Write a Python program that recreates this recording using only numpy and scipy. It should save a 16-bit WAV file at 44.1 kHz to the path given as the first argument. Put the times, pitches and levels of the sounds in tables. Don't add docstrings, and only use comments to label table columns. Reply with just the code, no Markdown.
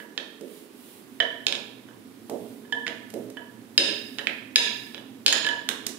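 import sys
import numpy as np
from scipy import signal
from scipy.fft import rfft, irfft, next_fast_len
from scipy.io import wavfile
from scipy.ndimage import uniform_filter1d, minimum_filter1d

SR = 44100
rng = np.random.default_rng(int(sys.argv[2]) if len(sys.argv) > 2 else 0)


def to_wav(s):
    ch = np.atleast_2d(s).T
    pcm = np.round(np.clip(ch, -1, 1) * 32767)
    wavfile.write(sys.argv[1], SR, pcm.astype(np.int16))


N = 264026
TIME_S = np.arange(N) / SR
BLOW_S = TIME_S[:SR // 6]


def from_db(db):
    return 10 ** (np.asarray(db) / 20)


def at_hz(points, hz):
    freqs, values = np.transpose(points)
    return np.interp(np.log(hz), np.log(freqs), values)


def band(x, low_hz, high_hz, order=2):
    edges_hz = [low_hz, min(high_hz, SR / 2 - 500)]
    return signal.sosfilt(signal.butter(order, edges_hz, "band", fs=SR, output="sos"), x)


def unit_blow(x):
    return x * np.sqrt(.002 * SR / np.sum(x ** 2))


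def pulse(low_hz, high_hz, order=2):
    return unit_blow(band((BLOW_S == 0) + 1e-18, low_hz, high_hz, order=order))


def ring(modes, t):
    return sum((-1) ** k * from_db(db - 60 * t / t60_s) * np.sin(2 * np.pi * hz * t)
               for k, (hz, db, t60_s) in enumerate(modes))


def add(track, at_s, sound):
    start = max(0, round(at_s * SR))
    track[start:start + len(sound)] += sound[:N - start]


# delay/s, strength
NEAR_REFLECTIONS = [(.00016, 1), (.00037, 0.57), (.00083, .35)]
def smear(x):
    for delay_s, strength in NEAR_REFLECTIONS:
        poles = np.r_[1, np.zeros(round(delay_s * SR)), np.clip(strength, 0, .8)]
        x = signal.lfilter(poles[::-1], poles, x)
    return x


# f/clack pitch, level/dB, t60/s
CLACK_MODES = [(.74, -3, .008), (.92, -1, .008), (1.07, 0, .010), (1.26, -3, .009)]
def pin_clack(pitch_hz, spread=1.63, click_db=-5, skirt_db=-13):
    click = from_db(click_db) * pulse(pitch_hz / spread, pitch_hz * spread, order=3)
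    skirt = from_db(skirt_db) * pulse(1590, 4570, order=4)
    modes = [(ratio * pitch_hz, db, t60_s) for ratio, db, t60_s in CLACK_MODES]
    return smear(click + skirt) + unit_blow(band(ring(modes, BLOW_S), 1300, 4800, order=3))


# f/Hz, relative level/dB, t60/s, bending plane (signed weight)
PIN_MODES = [(459, -28, 0.33, -1.2), (681, -16.5, 0.04, -0.97), (961, -19, 0.071, -1.64),
             (1701, -5, 0.057, -0.33), (1742, -6.5, 0.092, -0.86), (1823, -3.5, 0.021, 0.66),
             (3020, -8.5, 0.064, 0.047), (3105, -9.5, 0.053, 0.48), (3376, -12, 0.069, 1),
             (3671, 0, 0.014, -1.94), (5015, -1, 0.031, -2.1), (5165, -1.5, 0.037, 1),
             (6250, -1.5, 0.011, -0.067), (6900, 1, 0.023, 0.7), (8150, -6.5, 0.011, 0.14),
             (8880, -8, 0.021, .5), (10060, -6.5, 0.0072, 0.26), (12200, -14, 0.0086, 0.47),
             (13300, -11, 0.0068, 0.24)]
def pin_ring(lower_db, upper_db, grain_turn, split_hz=3650, detune=.002, scatter_db=3.5):
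    modes = []
    for hz, db, t60_s, plane in PIN_MODES:
        share_db = 20 * np.log10(max(1 + grain_turn * plane, .1))
        drive_db = lower_db if hz < split_hz else upper_db
        detuned_hz = hz * (1 + detune * rng.normal())
        modes.append((detuned_hz, db + drive_db + share_db + scatter_db * rng.normal(), t60_s))
    return band(ring(modes, BLOW_S), 855, SR / 2)


# t/s, clack/dB, pitch/Hz, ring/dB, hard edge/dB re clack, grain turn, rebound delay/s
KNOCKS = [(0.001, -33.5, 1830, -31.5, -31, -0.65, 0.0037), (0.177, -21, 3500, -24, -22, 0.53, 0),
          (1.2018, -18.5, 3220, -8, -19, 0.11, 0.003), (1.467, -12, 3460, -29.5, -11.5, 0.21, 0.016),
          (1.524, -15.5, 3210, -23, -18.5, 0.44, 0.028), (1.8865, -45, 1390, -45, -22, -0.25, 0.0018),
          (2.6489, -54, 1810, -40.5, -22, -1.285, 0), (2.724, -29.5, 2628, -13.5, -9.5, -0.41, 0),
          (2.8659, -19.5, 1960, -27.5, -22, -0.89, 0.006), (2.8783, -22, 2630, -32, -17.5, 0.72, 0.0037),
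          (3.3700, -34.5, 1795, -24.5, -24, -0.52, 0.00036), (3.7781, 2, 2924, -19.5, -5.5, -0.97, 0),
          (4.1850, -21.5, 3060, -22.5, -18.5, 0.52, 0.007), (4.27, -13, 2297, -21, -28.5, 0.84, 0.0018),
          (4.5585, 1.5, 3157, -12.5, -5.5, -0.54, 0), (4.9454, -28, 3190, -31.5, -31, 0.39, 0.033),
          (5.2623, 2.5, 3800, -13.5, -9.5, 0.55, 0.018), (5.3259, -14, 3500, -12, -1.5, 0.71, 0.0061),
          (5.4460, -21, 3130, -16.5, -15, -0.22, 0.0032), (5.4660, -21.5, 3150, -14, -7, -0.21, .022),
          (5.5300, -37, 3040, -21.5, -18, -1.3, 0)]
def pin_touches(rebound_clack_db=-8.5, rebound_ring_db=-2):
    for at_s, db, hz, ring_db, hard_db, turn, rebound_s in KNOCKS:
        yield at_s, db, hz, ring_db, hard_db, turn
        if rebound_s > .005:
            yield at_s + rebound_s, db + rebound_clack_db, hz, ring_db + rebound_ring_db, hard_db, turn


def pin_knocks(tick_db=-16, slab_db=-24.5, slab_db_per_db=0.49):
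    out = np.zeros(N)
    thud = pulse(137, 1730)
    tick = smear(pulse(6600, 11000, order=3))
    for at_s, db, hz, ring_db, hard_db, turn in pin_touches():
        contact = pin_clack(hz) + from_db(tick_db + hard_db / 2) * tick
        ringing = pin_ring(ring_db, db + hard_db, turn)
        slab = from_db(slab_db + slab_db_per_db * db) * thud
        add(out, at_s, from_db(db) * contact + ringing + slab)
    return out


# f/Hz, left-right correlation
STEREO_CORRELATION = [(60, 0.99), (300, 0.78), (700, 0.4), (1400, 0), (3000, 0), (15000, 0.022)]
def diffuse_bands(size):
    edges_hz = 22 * 2 ** np.arange(0, 9.6, .5)
    white = rng.standard_normal((2, 2, size))
    for k, (low_hz, high_hz) in enumerate(zip(edges_hz, edges_hz[1:])):
        hz = np.sqrt(low_hz * high_hz)
        alike = at_hz(STEREO_CORRELATION, hz)
        mid, side = band(white[k % 2], low_hz, high_hz, order=3)
        yield hz, np.sqrt((1 + alike) / 2) * mid + np.sqrt((1 - alike) / 2) * side * [[1], [-1]]


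def diffuse_noise(spectrum):
    size = next_fast_len(N)
    hz = np.maximum(np.fft.rfftfreq(size, 1 / SR), 1)
    alike = at_hz(STEREO_CORRELATION, hz)
    mid, side = rfft(rng.standard_normal((2, size))) * from_db(at_hz(spectrum, hz))
    out = irfft(np.sqrt(1 + alike) * mid + np.sqrt(1 - alike) * side * [[1], [-1]], size)[:, :N]
    return out / np.sqrt(np.mean(out ** 2))


# f/Hz, level/dB, t60/s
ROOM_MODES = [(232.2, -46, 0.64), (256.6, -54, 0.75), (325.4, -48.5, 0.89), (416.8, -44, 1),
              (467.4, -39.5, 0.5), (545.5, -43.5, 0.29), (933, -48.5, 0.23)]
# f/Hz, level/dB re direct
REVERB_SPECTRUM = [(100, -9.5), (250, 12.5), (450, 9.5), (800, 6.5), (1700, -1), (3200, -3), (5000, -5.5),
                   (8000, -3), (15000, -5.5)]
# f/Hz, t60/s
REVERB_T60 = [(100, 0.83), (300, 0.52), (600, 0.72), (1500, 0.78), (3500, 0.66), (6000, 0.58),
              (10000, 0.41), (15000, 0.31)]
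def kitchen_reverb(x, early_db=-4, early_t60_s=0.28, build_s=0.00044, build_cycles=5):
    t = TIME_S[:SR]
    response = ring(ROOM_MODES, t)
    for hz, noise in diffuse_bands(len(t)):
        early = from_db(early_db - 60 * t / early_t60_s)
        tail = from_db(-60 * t / at_hz(REVERB_T60, hz))
        envelope = (early + tail) * (1 - np.exp(-t / (build_s + build_cycles / hz)))
        envelope /= np.sqrt(np.sum(envelope ** 2))
        response = response + from_db(at_hz(REVERB_SPECTRUM, hz)) * noise * envelope
    return signal.fftconvolve(x[None], response, axes=1)[:, :N]


# f/Hz, relative density/dB
DRONE_SPECTRUM = [(30, -27), (70, -19), (110, -19), (170, -10.5), (245, 4), (330, 0), (450, -5), (600, -14),
                  (1000, -16), (2000, -19.5), (4000, -24.5), (8000, -29.5), (15000, -51)]
def room_drone(level_db=-47):
    return from_db(level_db) * diffuse_noise(DRONE_SPECTRUM)


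# f/Hz, level/dB, t60/s
SLAB_MODES = [(100.4, -9.5, 0.17), (119.7, -5, 0.21), (177, -7, 0.087), (220.4, 2, 0.21), (265.5, 7, 0.13),
              (402, -11, 0.061)]
def slab_rumble():
    shaking = diffuse_noise([(60, 0), (500, 0), (1000, -30)])
    out = signal.fftconvolve(shaking, ring(SLAB_MODES, BLOW_S)[None], axes=1)[:, :N]
    return out / np.sqrt(np.mean(out ** 2))


# f/Hz, relative density/dB
RUB_SPECTRUM = [(500, -5), (1500, -1), (3300, 6.5), (6000, -2.5), (10000, 6), (15000, 3)]
# t/s at full speed, length/s, rub/dB, rumble/dB
STROKES = [(0.01, 0.14, -51.5, -75), (0.56, 0.32, -48.5, -56.5), (0.898, 0.44, -48.5, -63),
           (1.147, 0.22, -57, -51), (2.45, 0.56, -52, -43.5), (3.2, 0.32, -54.5, -45.5),
           (4.076, 0.87, -51.5, -50.5), (4.82, 0.48, -51, -48.5)]
def rolling(speed_exponent=1.36, rest_rub_db=-57):
    lean_at_s, lean_rise_s, lean_db = 0.906, .05, -53.5
    firmer_over_s, firmer_db = 1.2, 6
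    leaning_s = TIME_S - lean_at_s
    effort_db = lean_db + firmer_db * np.clip(leaning_s / firmer_over_s, 0, 1)
    rumble_power = (from_db(effort_db) * np.clip(leaning_s / lean_rise_s, 0, 1)) ** 2
    rub_power = from_db(rest_rub_db) ** 2
    for at_s, length_s, rub_db, rumble_db in STROKES:
        speed = np.abs(np.cos(np.pi * np.clip((TIME_S - at_s) / length_s, -.5, .5)))
        swell = speed ** speed_exponent
        rub_power = rub_power + (from_db(rub_db) * swell) ** 2
        rumble_power = rumble_power + (from_db(rumble_db) * swell) ** 2
    return np.sqrt(rub_power) * diffuse_noise(RUB_SPECTRUM) + np.sqrt(rumble_power) * slab_rumble()


# t/s, bump/dB, upper edge/Hz, tick/dB
DULL_THUDS = [(0.409, -30.5, 546, -38), (2.296, -27, 975, -30.5), (2.313, -24, 730, -59),
              (3.101, -51, 490, -35), (3.138, -25.5, 638, -32.5), (3.160, -30, 630, -60),
              (3.2993, -54, 630, -37), (3.781, -18.5, 625, -52)]
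def dull_thuds(trim_db=-2):
    out = np.zeros(N)
    tick = smear(smear(pulse(1120, 12300)))
    for at_s, bump_db, edge_hz, tick_db in DULL_THUDS:
        add(out, at_s, from_db(bump_db) * pulse(173, edge_hz, order=4) + from_db(tick_db) * tick)
    return from_db(trim_db) * out


# f/Hz, level/dB, t60/s
CUPPED_AIR_MODES = [(1606, 4, 0.009), (2580, 16, 0.0012), (3500, 15, 0.0035)]
# t/s, smack/dB, cupped air/dB, thud/dB
PATS = [(5.6880, -17, -14, -41.5), (5.8650, -16, -34, -38)]
def palm_pats():
    out = np.zeros(N)
    smack = smear(smear(pulse(3540, 8100, order=1)))
    pop = smear(ring(CUPPED_AIR_MODES, BLOW_S))
    thud = pulse(85, 480)
    for at_s, smack_db, air_db, thud_db in PATS:
        add(out, at_s, from_db(smack_db) * smack + from_db(air_db) * pop + from_db(thud_db) * thud)
    return out


def scene(left_lag_s=.00008, left_blows_db=-10, left_bed_db=-6.5):
    blows = pin_knocks() + dull_thuds() + palm_pats()
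    direct = np.array([np.interp(TIME_S - left_lag_s, TIME_S, blows), blows])
    drone = room_drone()
    blows_in_room = direct + kitchen_reverb(blows)
    bed = drone + rolling()
    return blows_in_room * from_db([[left_blows_db], [0]]) + bed * from_db([[left_bed_db], [0]])


def limiter(x, threshold_db=-6, release_db_per_s=105):
    level_db = 10 * np.log10(np.abs(uniform_filter1d(x ** 2, size=89, axis=1)) + 1e-12)
    over_db = np.maximum(level_db - threshold_db, 0)
    recovery_db = release_db_per_s * TIME_S
    cut_db = np.maximum.accumulate(over_db + recovery_db, axis=1) - recovery_db
    held_gain_db = minimum_filter1d(-cut_db, size=45, axis=1)
    gain_db = uniform_filter1d(held_gain_db, size=45, axis=1)
    return np.clip(x * from_db(gain_db), -1, 1)


def record(dry, low_hz=84, high_hz=15600):
    highpass = signal.butter(3, low_hz, "high", fs=SR, output="sos")
    lowpass = signal.ellip(10, .1, 80, high_hz, fs=SR, output="sos")
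    return signal.sosfilt(lowpass, signal.sosfilt(highpass, limiter(dry)))


dry = scene()
out = record(dry)
to_wav(out)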